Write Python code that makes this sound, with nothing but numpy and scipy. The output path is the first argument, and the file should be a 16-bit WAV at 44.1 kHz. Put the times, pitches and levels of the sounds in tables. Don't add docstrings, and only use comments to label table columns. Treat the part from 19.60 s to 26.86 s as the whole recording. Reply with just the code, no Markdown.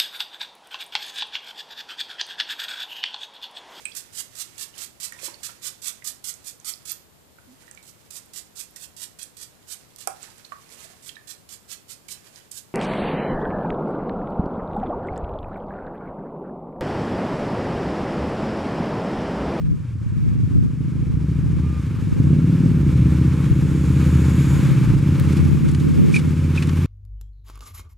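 import sys
import numpy as np
from scipy import signal
from scipy.fft import rfft, irfft, next_fast_len
from scipy.io import wavfile
from scipy.ndimage import uniform_filter1d, map_coordinates

SR = 44100
rng = np.random.default_rng(int(sys.argv[2]) if len(sys.argv) > 2 else 0)


def rack_gain(trim_db):
    fader = np.asarray(trim_db, float)
    return 10 ** (fader / 20)


def wav_record(signal):
    frames = np.transpose(np.atleast_2d(signal))
    bounded = np.clip(frames, -1, 1)
    quanta = np.round(bounded * 32767).astype(np.int16)
    wavfile.write(sys.argv[1], SR, quanta)


N = 320151
T = np.arange(N) / SR


def evened(x):
    return x / np.sqrt(np.mean(x ** 2) + 1e-20)


def running_rms(x):
    return np.sqrt(abs(uniform_filter1d(x ** 2, SR // 4)) + 1e-12)


def curves(rows):
    s, *columns = np.transpose(rows)
    return [np.interp(T, s, c) for c in columns]


def read(points, hz):
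    f, value = np.transpose(points)
    return np.interp(np.log(hz + 1), np.log(f + 1), value)


def colour(x, *spectra):
    size = next_fast_len(N + SR)
    hz = np.fft.rfftfreq(size, 1 / SR)
    gain_db = sum(read(s, hz) for s in spectra)
    return irfft(rfft(x, size) * rack_gain(gain_db), size)[..., :N]


def band(low_hz, high_hz):
    rise = [(.75 * low_hz, -25), (low_hz, -3), (1.15 * low_hz, 0)]
    return rise + [(.87 * high_hz, 0), (high_hz, -3), (1.3 * high_hz, -25)]


def wander(hz):
    knots = rng.standard_normal(1000)
    t = T[::64]
    return evened(np.interp(T, t, map_coordinates(knots, [t * 2 * hz], order=3)))


def resonate(x, hz, width):
    turn = np.exp(2j * np.pi * np.cumsum(hz * np.ones(N)) / SR)
    r = np.exp(-np.pi * width / SR)
    return 2 * (turn * signal.lfilter([1 - r], [1, -r], x / turn)).real


def order_of(x, cycles, k):
    angle = 2 * np.pi * k * cycles
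    turn = np.array([np.cos(angle), np.sin(angle)])
    slow = uniform_filter1d(uniform_filter1d(x * turn, SR // 10), SR // 14)
    return 2 * (turn[0] + 1j * turn[1]) * (slow[0] - 1j * slow[1])


def sides(mid, side):
    return np.array([mid + side, mid - side])


def town():
    # frequency in Hz, level in dB
    far_traffic = [(30, -23), (55, -13.5), (90, 1), (130, -6), (200, -41), (400, -90)]
    rumble = evened(colour(rng.standard_normal(N), far_traffic))
    return rack_gain(-33.5 + 2.4 * wander(3.8)) * rumble


def gusts():
    # arrival in seconds, hold in seconds, rumble level in dB, flutter over rumble in dB
    gust_rows = [(0.042, 0.039, -15.5, -6.5), (.5, 0.34, -18, -15.5), (1, 0.036, -12, -8.5),
                 (1.102, 0.44, -23.5, -14), (1.776, 0.19, -25.5, -25), (2.2, .2, -35, -30),
                 (2.503, 0.11, -21, -10), (2.7, .1, -31, -18), (2.998, 0.23, -28.5, -27),
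                 (4.026, .08, -29, -22), (5.01, .11, -18.5, -18), (5.2, 0.16, -22.5, -21),
                 (5.6, .1, -22, -20), (5.798, 0.34, -18, -6), (6.266, 0.28, -19, -1),
                 (6.72, .12, -28.5, -10), (7.08, .2, -33, -21)]
    rise_db_per_s, fall_db_per_s = 110, 106
    calm_db, calm_flutter_db = -36, -57
    s, hold, db, over_db = np.transpose(gust_rows)[..., None]
    t = T[::256]
    db = db - rise_db_per_s * np.maximum(s - t, 0) - fall_db_per_s * np.maximum(t - s - hold, 0)
    rumble_db = np.maximum(db.max(0), calm_db)
    flutter_db = np.maximum((db + over_db).max(0), calm_flutter_db)
    return np.interp(T, t, rumble_db), np.interp(T, t, flutter_db - rumble_db)


def wind():
    # frequency in Hz, level in dB
    rumble_shape = [(10, -40), (20, -16), (45, -6), (80, 0), (150, -1), (200, -5), (280, -22), (400, -50),
                    (1000, -120)]
    # frequency in Hz, level in dB
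    flutter_shape = [(60, -60), (120, -25), (200, 0), (262, -5), (454, -19), (577, -32), (684, -50),
                     (2000, -120)]
    # time in seconds, peak in dB, length in seconds, left relative to right
    thumps = [
        (1.55, -8.5, 0.0028, 0.1),
        (2.527, -5, 0.0012, -0.76),
        (3.918, -4, .0035, -1.4),
        (5.9325, 0.5, 0.0018, -3.5),
        (6.093, -17, 0.0037, -1.3),
    ]
    rumble_db, flutter_db = gusts()
    lumps_db = 3.5 * np.minimum(wander(12), 1.5) - 1
    rumble = evened(colour(rng.standard_normal((2, N)), rumble_shape))
    flutter = evened(colour(rng.standard_normal((2, N)), flutter_shape))
    flutter *= rack_gain(flutter_db + .7 * lumps_db - 1)
    mid, side = rack_gain(rumble_db + lumps_db) * (rumble + flutter)
    out = sides(rack_gain(-13) * mid, side)
    for s, db, length, left in thumps:
        u = np.clip((T - s) / length, -9, 9)
        thump = (1 - u ** 2) * np.exp(-.5 * u ** 2)
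        out += rack_gain(db) * thump * [[left], [1]] / max(1, abs(left))
    return out


def squeal():
    # time in seconds, pitch in Hz, level in dB
    glide = [
        (2.0, 1088, -67),
        (2.036, 1205, -52),
        (2.19, 1210, -48),
        (2.198, 1140, -62),
        (2.256, 1280, -63),
        (2.3, 1220, -56),
    ]
    hz, level_db = curves(glide)
    turns = 2 * np.pi * np.cumsum(hz) / SR
    start, end = glide[0][0], glide[-1][0]
    gate = np.interp(T, [start, start + .03, end - .05, end], [0, 1, 1, 0])
    return rack_gain(level_db + 3) * gate * (np.sin(turns) + rack_gain(-8) * np.sin(2 * turns))


def scuffs():
    # time in seconds, level in dB, rise in seconds, fall in seconds, brightness in dB per octave
    scrapes = [(5.728, -44, .006, .01, -0.5), (5.772, -40, 0.0055, 0.012, -3.5),
               (6.09, -43, 0.011, 0.012, -3), (6.115, -44.5, 0.0029, 0.0049, 1),
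               (6.148, -33.5, 0.00064, 0.0046, -5), (6.2, -41.5, 0.0015, 0.011, -4),
               (6.561, -32.5, 0.023, 0.017, -1.5), (6.598, -38, 0.011, 0.0036, -5),
               (6.692, -49, 0.0035, 0.0066, -4), (6.962, -37.5, 0.014, 0.044, -6.5),
               (7.0244, -31, 0.0008, 0.01, -7), (7.074, -47, 0.0046, 0.0028, 3),
               (7.095, -33, .004, 0.0036, -7.5)]
    out = np.zeros((2, N))
    for s, db, rise, fall, tilt_db in scrapes:
        shape = [(700, -18.0), (1100, -7), (2500, -2.5 + tilt_db),
                 (10000, -6.0 + 3 * tilt_db), (16000, -39 + 4 * tilt_db)]
        part = slice(int((s - .1) * SR), int((s + .16) * SR))
        u = T[part] - s
        grit = rng.standard_normal((2, len(u))) * [[1], [.25]]
        grit *= rack_gain(3 * rng.standard_normal(len(u)))
        hz = np.fft.rfftfreq(len(u), 1 / SR)
        grit = evened(irfft(rfft(grit) * rack_gain(read(shape, hz)), len(u)))
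        out[:, part] += rack_gain(db) * sides(*grit) * np.exp(np.minimum(u / rise, -u / fall))
    return out


def stone():
    start_s, level_db, length_s = 5.5988, -29, .0007
    tick = evened(signal.lfilter([1], [1, -.25], rng.standard_normal(N)))
    return rack_gain(level_db) * tick * np.exp(-((T - start_s) / length_s) ** 2)


def brake():
    # time in seconds, peak in dB, pitch in Hz, length in seconds
    chirps = [
        (6.545, -13, 2404, 0.0039),
        (6.552, -25, 2400, 0.0033),
        (6.561, -19, 2530, .003),
        (6.565, -12, 2380, 0.0031),
        (6.57, -16, 2400, 0.0057),
        (6.578, -25, 2280, 0.0066),
        (6.977, -23, 2550, 0.0035),
        (6.982, -19.5, 2480, 0.0049),
    ]
    t, out = T[-SR:], np.zeros(N)
    for s, db, hz, length in chirps:
        bead = np.exp(-2 * ((t - s) / length) ** 2)
        out[-SR:] += rack_gain(db) * bead * np.sin(2 * np.pi * hz * t)
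    return out * rack_gain([[-.6], [.6]]) 


def whine():
    # time in seconds, level in dB
    load = [
        (2.4, -79),
        (3, -84),
        (4, -69.5),
        (4.5, -63.5),
        (4.95, -59),
        (5.18, -69.5),
        (5.4, -75),
        (6.2, -73),
        (7.26, -78),
    ]
    # pitch in Hz, width in Hz, level in dB
    load_bands = [(1360, 500, 15), (2260, 78, -5), (3500, 200, 6), (6760, 340, 1.5), (6800, 270, 10),
                  (7700, 200, 6.5), (10100, 300, 2.5), (10900, 300, 3), (12300, 250, -2.5)]
    lines = np.zeros((2, N))
    for hz, width, db in load_bands:
        noise = rng.standard_normal((2, N)) + 4.5 * rng.standard_normal(N)
        lines += rack_gain(db) * evened(resonate(noise, hz, width))
    return rack_gain(curves(load)[0]) * lines * (T > load[0][0])


def hiss():
    # time in seconds, level in dB
    roll = [(0, -52), (.36, -53.5), (.77, -48.5), (1.15, -50), (1.98, -46), (2.2, -45), (2.75, -42.5),
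            (3.3, -40.5), (3.8, -38.5), (4.2, -40.5), (4.4, -36.5), (5.12, -34.5), (5.45, -39.5),
            (5.76, -36), (6.14, -42), (6.45, -39.5), (6.83, -42), (7.15, -39.5)]
    # frequency in Hz, density in dB per Hz
    hiss_shape = [(260, -7), (450, -2.5), (546, -3.5), (692, -24), (803, -10), (1180, -7), (2010, -11),
                  (2230, -6.5), (2960, -13.5), (5130, -20.5), (6220, -22), (6800, -22.5), (8750, -24.5),
                  (12700, -27.5), (15600, -40.5)]
    # frequency in Hz, side minus mid in dB
    width = [(500, -11), (1000, -12.5), (2400, -21.5), (4400, -16.5), (8000, -6), (13000, -7)]
    # band level over the body in dB, extra dB per dB of roll, extra dB once the bike is close
    brighten = [
        (0, 0, 0.5),
        (-6, 0.034, 3),
        (-11, -0.1056, 3),
        (-20, 0.19, 5),
    ]
    edges = [100, 1900, 4500, 10000, 30000]
    close = np.interp(T, [5.1, 7.2], [0, 1])
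    roll_db, flicker_db = curves(roll)[0], 0.95 * wander(26)
    out = np.zeros((2, N))
    for low, high, (over_db, lean, close_db) in zip(edges, edges[1:], brighten):
        level_db = roll_db + over_db + lean * (roll_db + 44) + close_db * close
        level_db = level_db - 2.0 + flicker_db + .5 * wander(7.4)
        mid, side = rng.standard_normal((2, N))
        mid = colour(mid, hiss_shape, band(low, high))
        side = colour(side, hiss_shape, band(low, high), width)
        out += rack_gain(level_db) * sides(mid, side) / mid.std()
    return out


def rider():
    # time in seconds, firing rate in Hz, level in dB
    ride = [
        (2.9, 56.3, -23.5),
        (4.2, 64.3, -32),
        (4.95, 69.03, -25.5),
        (5.2, 62.94, -28),
        (5.3, 57.14, -21.5),
        (5.5, 45.6, -25.5),
        (5.75, 38.3, -32),
        (6.0, 40.97, -32),
        (7.26, 44.3, -27.5),
    ]
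    # multiple of the firing rate, level in dB
    rider_orders = [(1, -4), (1.5, -18), (2, 0), (2.5, -16), (3, -13), (4, -20)]
    # frequency in Hz, level in dB
    low_cut = [(20, -40), (40, -14), (60, -3), (75, 0)]
    hz, level_db = curves(ride)
    turns = np.cumsum(hz * (1 + 0.0079 * wander(14.5))) / SR
    orders = np.zeros(N)
    for k, db in rider_orders:
        orders += rack_gain(db + 2.2 * wander(4.8)) * np.cos(2 * np.pi * (k * turns + rng.random()))
    fade_in = np.clip((T - ride[0][0]) / 0.4, 0, 1)
    return rack_gain(level_db + 5.5) * colour(orders, low_cut) * fade_in


def pipe_hum():
    # time in seconds, pitch in Hz, level in dB
    hum = [
        (0, 160.4, -29.5),
        (.09, 160.1, -27),
        (.23, 151.8, -37),
        (.27, 115.7, -31),
        (.4, 113.3, -29.5),
        (.62, 110, -33.5),
        (.76, 116.4, -29),
        (.9, 121.9, -66),
    ]
    hz, level_db = curves(hum)
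    return np.sqrt(2) * rack_gain(level_db) * np.sin(2 * np.pi * np.cumsum(hz) / SR)


def blows(speed, start):
    # delay in seconds, strength
    pipes = [
        [(0, 1), (.006, .5), (.0121, .55), (.02, .25), (.0245, .15), (.033, .1), (.041, .15)],
        [(0, 1.1), (.0072, .6), (.0125, -.15), (.02, .4), (.027, -.15), (.033, .1), (.042, .08)],
    ]
    # time in seconds, blow strength in dB
    snap = [
        (2.48, 0),
        (2.5, -5),
        (2.58, -4),
        (2.595, 5),
        (2.62, 0),
        (2.69, 2),
        (2.74, 2),
        (2.77, 0),
    ]
    second_firing, jitter = .44, .006
    uneven_db, blow_s, suck_s, suck = 1.2, .001, .0025, 1.05

    def blow(u):
        push = np.exp(-.5 * (u / blow_s) ** 2)
        return push - suck * np.exp(-.5 * ((u - suck_s) / (1.3 * blow_s)) ** 2)

    cycles = start + np.cumsum(speed) / SR
    snap_db = curves(snap)[0]
    t = np.arange(-400, 2400) / SR
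    out, fired = np.zeros(N), np.zeros(N)
    for late, pipe in zip((0, second_firing), pipes):
        count = np.floor(cycles - late + jitter * wander(25))
        fire = np.diff(count, prepend=np.floor(start - late))
        fire = fire * rack_gain(uneven_db * rng.standard_normal(N) + snap_db)
        rattle = sum(g * blow(t - s) for s, g in pipe)
        out += signal.oaconvolve(fire, rattle)[400:N + 400]
        fired += fire
    return out, fired, cycles


def gas_rush(fired):
    puff = signal.lfilter([1], [1, -np.exp(-1 / (0.015 * SR))], fired) * rng.standard_normal(N)
    shape = [(150, -50), (300, 4.5), (550, -14), (700, -40.5), (900, -33), (2000, -57), (6000, -88)]
    return evened(colour(puff, shape))


def twin():
    # time in seconds, engine cycles per second
    revs = [(0, 9.409), (0.56, 9.391), (0.85, 13.273), (1.73, 13.952), (1.87, 13.772), (2.05, 15.861),
            (2.56, 10.524), (2.68, 16.526), (2.87, 18.588), (3.09, 18.237), (3.26, 16.224), (3.39, 15.378),
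            (3.89, 16.123), (4.64, 15.699), (4.98, 16.328), (5.38, 16.012), (6.04, 16.903), (7.26, 17.765)]
    # time in seconds, bark level in dB, boom of the pipe in dB
    throttle = [(0, -47, 3), (.3, -49, 3), (.6, -43.5, 3), (.85, -38.5, 1), (1.4, -38.5, 16.5),
                (2.0, -34.5, 11), (2.2, -39.5, 15), (2.5, -37, -4), (2.65, -27.7, 5.5), (3.0, -27.5, -3.5),
                (3.25, -28.5, 6.5), (3.6, -29, 10.5), (3.85, -29.5, 1), (4.6, -28, 10.5), (5.2, -29, -3),
                (5.8, -29, 7.5), (6.35, -31, -3), (7.26, -31, 8.5)]
    # frequency in Hz, level in dB
    exhaust = [(25, -38), (45, -26), (70, -1), (150, 5), (320, 1.5), (450, 3.5), (600, -12), (720, -32),
               (1000, -40), (3000, -90)]
    # order of the engine cycle, change in dB
    pipe_orders = [(3, -14), (4, 0), (6, 4), (7, -6), (17, -9), (20, 4)]
    # order of the engine cycle, level over the bark in dB, share of the boom
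    standing = [
        (5, 0.5, 0.98),
        (8, 4.5, 0.22),
        (9, 9, -0.098),
    ]
    pipe_hz, under_pipe_db = 85, -30

    speed = curves(revs)[0]
    out, fired, cycles = blows(speed, start=.09)
    bark_db, boom_db = curves(throttle)
    shut = np.clip((T - 5.95) / 0.078 + 1, 0, 1)
    body_db = 6 + 0.068 * boom_db - 4.5 * shut
    level_db = bark_db + body_db

    out = colour(out, exhaust)
    out += sum((rack_gain(db) - 1) * order_of(out, cycles, k).real for k, db in pipe_orders)
    bark = colour(out, [(170, -40), (230, -12), (280, -4), (340, 0)])
    body = out - bark
    body /= running_rms(colour(out, [(150, -40), (175, 0), (255, 0), (280, -40)]))
    bark = rack_gain(1.03 - body_db) * bark / running_rms(bark)
    mid = rack_gain(level_db - 1.17) * (body + bark + rack_gain(-15) * gas_rush(fired))

    for k, db, share in standing:
        drone_db = bark_db + db + share * boom_db + 0.78 * wander(3)
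        if share < .5:
            drone_db += under_pipe_db * np.maximum(np.log2(pipe_hz / (k * speed)), 0)
        drone = order_of(mid, cycles, k)
        gain = np.sqrt(2) * rack_gain(drone_db) / (abs(drone) + .03 * rack_gain(level_db))
        mid += (drone * (gain - 1)).real
    mid += pipe_hum()
    side = np.roll(colour(mid, [(60, -7.5), (300, -3.0)]), -60)
    return sides(mid, rack_gain(-14.5) * side)


def scene():
    surroundings = town() + wind() + squeal()
    arriving = scuffs() + stone() + brake() + whine() + hiss() + rider()
    return (surroundings + arriving + twin()) * np.minimum(T / .004, 1)


def low_pass(x):
    return signal.sosfilt(signal.butter(12, 16510, fs=SR, output="sos"), x)


def record(dry):
    loud = 1.3 * np.tanh(dry / 1.3)
    limited = signal.oaconvolve(loud, signal.firwin(511, 15800, fs=SR)[None], "same")
    return low_pass(limited)


dry = scene()
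out = record(dry)
wav_record(out)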